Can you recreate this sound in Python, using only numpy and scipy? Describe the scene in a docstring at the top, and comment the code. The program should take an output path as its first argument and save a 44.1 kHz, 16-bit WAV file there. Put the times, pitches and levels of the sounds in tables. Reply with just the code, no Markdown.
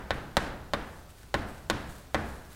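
"""Chalk on a framed blackboard in a quiet classroom, a few metres away. Ventilation rumbles throughout.
A stroke opens with a hard tap: a click and a crumbling tip, bending waves back from the frame,
the panel's thud and ring, then the room's tail. The chalk then drags, shedding grains in a faint hiss,
with an occasional small tick as it touches or leaves the board."""
import sys
import numpy as np
from scipy import signal
from scipy.fft import rfft, irfft
from scipy.io import wavfile
from scipy.ndimage import uniform_filter1d

SR = 44100
rng = np.random.default_rng(int(sys.argv[2]) if len(sys.argv) > 2 else 0)


def pcm_store(signal):
    """Save signal as 16-bit PCM."""
    levels = np.round(np.clip(np.atleast_2d(signal), -1, 1) * 32767)
    wavfile.write(sys.argv[1], SR, levels.astype(np.int16).T)


N = 112454

# (time [s], level [dB], treble [dB], clack [dB], bass [dB], ring [dB], room [dB], crumble [dB],
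#  low modes [dB])
TAP_EVENTS = [(-.17, 2, 0, 0, 0, 2.5, 0, 0, -1), (0.1072, -1.5, -5.5, 1, 2, -2.5, -1, -12, -7.5),
              (0.3691, 3, 3.5, 1.5, 0.5, -2, -0.5, -2, -6.5),
              (0.7356, -2.5, -2, 0, -0.5, 1, 0.5, -5.5, -4.5),
              (1.3421, -1.5, -1.5, -1, 1.5, 1, 1, -4, -1.5), (1.6998, -1.5, 2.5, 3, 1, 0, 1, 7.5, 0.5),
              (2.1456, -0.5, -4.5, -3, -1.5, 0.5, 1.5, -6, 2.5)]
# (start [s], length [s], level [dB])
DRAG_EVENTS = [(.125, .075, 0), (.22, .08, -15), (0.812, 0.13, -4), (.94, 0.076, -3), (1.086, .035, 1.5),
               (1.173, 0.028, 3.5), (1.216, 0.018, 8), (1.355, .085, -2), (1.475, 0.048, 6),
               (1.533, 0.065, 1.5), (1.62, 0.11, -11.5), (1.78, 0.096, -2), (1.879, .05, 7.5),
               (1.937, 0.064, 3), (2.016, 0.126, -11), (2.148, 0.081, -1), (2.246, 0.073, 4.5),
               (2.327, .07, 3), (2.41, 0.086, -2), (2.502, .08, 5)]
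# (time [s], level [dB])
TICK_EVENTS = [(.315, -36), (1.232, -31), (1.58, -32.5), (2.451, -34.5)]
# (frequency [Hz], level [dB], T60 [s])
PANEL_MODES = [(64.5, -41.5, 0.94), (87.1, -41.5, 0.44), (126.5, -42, 0.24), (216.1, -38.5, 0.55),
               (293.5, -40.5, 0.43), (326.5, -34.5, 0.19), (459, -43, 0.29), (569, -32.5, .1),
               (673, -33.5, 0.049), (776, -38, 0.12), (1073, -32.5, 0.085), (1123, -35.5, 0.098),
               (1491, -32.5, 0.097), (1783, -30, 0.041), (2730, -46, 0.07), (3674, -31, 0.03),
               (4150, -31, 0.022), (5310, -48, .04), (6050, -45.5, 0.029)]
# spectra (frequency [Hz], level [dB])
VENTILATION_SPECTRUM = [(20, -33), (38, -31), (66, -27), (110, -36), (200, -41.5), (400, -46),
                        (1000, -50.5), (2000, -56.5), (4000, -57.5), (8000, -62), (16000, -65)]
CLICK_SPECTRUM = [(40, 11), (250, -1), (480, 15.5), (750, 17.5), (1200, 7.5), (1650, 10.5), (2100, 4.5),
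                  (2500, -4.5), (3100, 4.5), (4300, 2), (5600, -10), (9000, -13), (15000, -27)]
CRUMBLE_SPECTRUM = [(1000, 2), (3000, -6), (6000, -5.5), (10000, -15), (15000, -33)]
WAVE_SPECTRUM = [(40, 12), (110, 13), (200, 11.5), (420, 12), (650, 8.5), (900, 10.5), (1100, 11.5),
                 (1600, 10), (1950, 11), (2300, 4), (2900, -1), (3600, 1), (5200, -9.5), (8000, -13),
                 (15000, -22.5)]
ROOM_SPECTRUM = [(35, 18), (80, 16.5), (160, 15.5), (400, 10), (700, 10.5), (1100, 7.5), (1650, 8),
                 (2200, 0), (4000, -7.5), (6000, -16), (10000, -23), (15000, -36)]
DRAG_SPECTRUM = [(300, -31), (1500, 6), (2600, -3.5), (4000, -1.5), (5500, -6.5), (8000, -2.5), (10000, -5),
                 (12000, -7.5), (16000, -11)]
# decays (frequency [Hz], T60 [s])
WAVE_DECAY = [(100, 0.13), (500, 0.074), (1500, .10), (3500, 0.069), (9000, 0.042)]
ROOM_DECAY = [(70, 1.4), (250, 0.9), (700, 0.98), (1800, 0.77), (4500, 0.6), (10000, 0.45)]

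RING_S = 1.2
BASS_HZ, CLACK_HZ, TREBLE_HZ = 332, 3770, 8000


def undb(db):
    """Decibels to gain."""
    return 10 ** (np.asarray(db) / 20)


def decay(t, t60_s):
    """Exponential fall, 60 dB per T60."""
    return np.exp(-np.log(1000) * t / t60_s)


def along(points, hz):
    """Read (frequency [Hz], value) points on a log-frequency axis."""
    knots_hz, values = np.array(points, float).T
    return np.interp(np.log(hz + 1e-3), np.log(knots_hz), values)


def colour(x, spectrum, size=4096):
    """Minimum-phase filter with the given spectrum."""
    gain = undb(along(spectrum, np.fft.rfftfreq(size, 1 / SR)))
    cepstrum = irfft(np.log(gain))
    cepstrum[1:size // 2] *= 2
    cepstrum[size // 2 + 1:] = 0
    return signal.fftconvolve(x, irfft(np.exp(rfft(cepstrum))))[:len(x)]


def add(out, x, at_s):
    """Mix x into out; anything before time zero is cut."""
    start = int(round(at_s * SR))
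    x, start = x[max(-start, 0):], max(start, 0)
    out[start:start + len(x)] += x[:max(len(out) - start, 0)]


def drift(rate_hz):
    """Smooth random drift, unit spread."""
    width = int(SR / rate_hz)
    smooth = uniform_filter1d(uniform_filter1d(rng.standard_normal(N), width), width)
    return smooth / smooth.std()


def reflections(decays, delay_s, rise_s):
    """Dense echoes, flat in total spectrum; each band dies at its own rate."""
    n = int(RING_S * SR)
    t = np.maximum(np.arange(n) / SR - delay_s, 0)
    hz = np.fft.rfftfreq(n, 1 / SR)
    noise, out = rfft(rng.standard_normal(n)), 0
    for band_hz, t60_s in decays:
        band = along([(f, float(f == band_hz)) for f, _ in decays], hz)
        envelope = (1 - np.exp(-t / rise_s)) * decay(t, t60_s)
        out = out + irfft(noise * band, n) * envelope / np.linalg.norm(envelope)
    return out


def ventilation():
    """Low rumble under a thin, even hiss."""
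    gain = undb(along(VENTILATION_SPECTRUM, np.fft.rfftfreq(N, 1 / SR)))
    return irfft(rfft(rng.standard_normal(N)) * gain, N)


def click(t, dispersion_hz=5000):
    """Board pushed away: a low-pressure pulse. Stiffness sends treble ahead of bass."""
    pulse = colour(signal.unit_impulse(len(t)), CLICK_SPECTRUM)
    warped = np.tan(np.pi * dispersion_hz / SR)
    allpass = (warped - 1) / (warped + 1)
    return -signal.lfilter([allpass, 1], [1, allpass], pulse)


def crumble(t, rise_s=0.00018, t60_s=0.009):
    """The tip crushes in a short noise burst."""
    envelope = (1 - np.exp(-t / rise_s)) * decay(t, t60_s)
    burst = rng.standard_normal(len(t)) * envelope / np.linalg.norm(envelope)
    return colour(burst, CRUMBLE_SPECTRUM)


def panel(t, low_db, low_below_hz=450, rise_s=0.00095, gain_db=3):
    """Modes build as waves cross the board; the contact point sets how much the low ones ring."""
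    ring = 0
    for hz, db, t60_s in PANEL_MODES:
        gain = undb(db + low_db * (hz < low_below_hz))
        phase = rng.uniform(0, 2 * np.pi)
        ring += gain * np.sin(2 * np.pi * hz * t + phase) * decay(t, t60_s)
    return undb(gain_db) * ring * (1 - np.exp(-(t / rise_s) ** 2))


def frame_waves():
    """Bending waves return from the frame."""
    return reflections(WAVE_DECAY, delay_s=0.00168, rise_s=0.00075)


def thud(t, arrival_s=0.00778, hz=139, width_s=0.0015, gain_db=-25.5):
    """The slow, low bending wave arrives last."""
    lag_s = t - arrival_s
    return undb(gain_db) * np.cos(2 * np.pi * hz * lag_s) * np.exp(-(lag_s / width_s) ** 2)


def room_tail():
    """Diffuse impulse response of the classroom."""
    return reflections(ROOM_DECAY, delay_s=0.012, rise_s=0.016)


def tap(common_waves, treble_db, clack_db, bass_db, ring_db, room_db, crumble_db, low_db):
    """Chalk strikes the board. 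Hard contact adds treble; the stick clacks."""
    t = np.arange(int(RING_S * SR)) / SR
    tip = undb(crumble_db) * crumble(t)
    share = 0.34  # wave power common to all taps
    waves = np.sqrt(share) * common_waves + np.sqrt(1 - share) * frame_waves()
    ring = undb(ring_db) * (colour(waves, WAVE_SPECTRUM) + panel(t, low_db))
    room = undb(room_db) * colour(room_tail(), ROOM_SPECTRUM)
    contact = [(BASS_HZ / 2, bass_db), (BASS_HZ * 2, 0),
               (CLACK_HZ / 2, 0), (CLACK_HZ, clack_db), (TREBLE_HZ, treble_db)]
    return colour(click(t) + thud(t) + ring + room, contact) + tip


def drags(attack_s=0.031, release_s=0.027, grains_per_s=8000, spread_db=2.8, pressure_db=1.6,
          gain_db=-56.5, room_db=-2.5):
    """Sliding chalk crumbles in dense, tiny grains under wavering pressure."""
    t = np.arange(N) / SR
    slide = 0
    for start_s, length_s, db in DRAG_EVENTS:
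        attack = np.clip((t - start_s) / attack_s + 0.5, 0, 1)
        release = np.clip((start_s + length_s - t) / release_s + 0.5, 0, 1)
        slide += undb(db) * attack * release
    grains = (rng.random(N) < grains_per_s / SR) * rng.standard_normal(N)
    grains *= undb(spread_db * np.minimum(rng.exponential(size=N), 4))
    pressure = undb(pressure_db * drift(rate_hz=50))
    hiss = colour(grains / grains.std() * slide * pressure, DRAG_SPECTRUM)
    room = signal.fftconvolve(hiss, room_tail())[:N]
    return undb(gain_db) * (hiss + undb(room_db) * room)


def tick(common_waves):
    """Chalk touches or leaves the board: more crumble, little room."""
    return tap(common_waves, treble_db=-4, clack_db=-6, bass_db=7, ring_db=-4.5,
               room_db=-16, crumble_db=8, low_db=3)


def scene():
    """Ventilation, taps, drags and ticks; mono."""
    out = ventilation() + drags()
    common_waves = frame_waves()
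    for at_s, db, *tone_db in TAP_EVENTS:
        add(out, undb(db) * tap(common_waves, *tone_db), at_s)
    for at_s, db in TICK_EVENTS:
        add(out, undb(db) * tick(common_waves), at_s)
    return out[None]


def record(dry):
    """Steep low-pass."""
    cutoff_hz = 15950
    lowpass = signal.firwin(255, cutoff_hz, fs=SR, window="blackman")
    return signal.fftconvolve(dry, lowpass[None], mode="same")


dry = scene()
out = record(dry)
pcm_store(out)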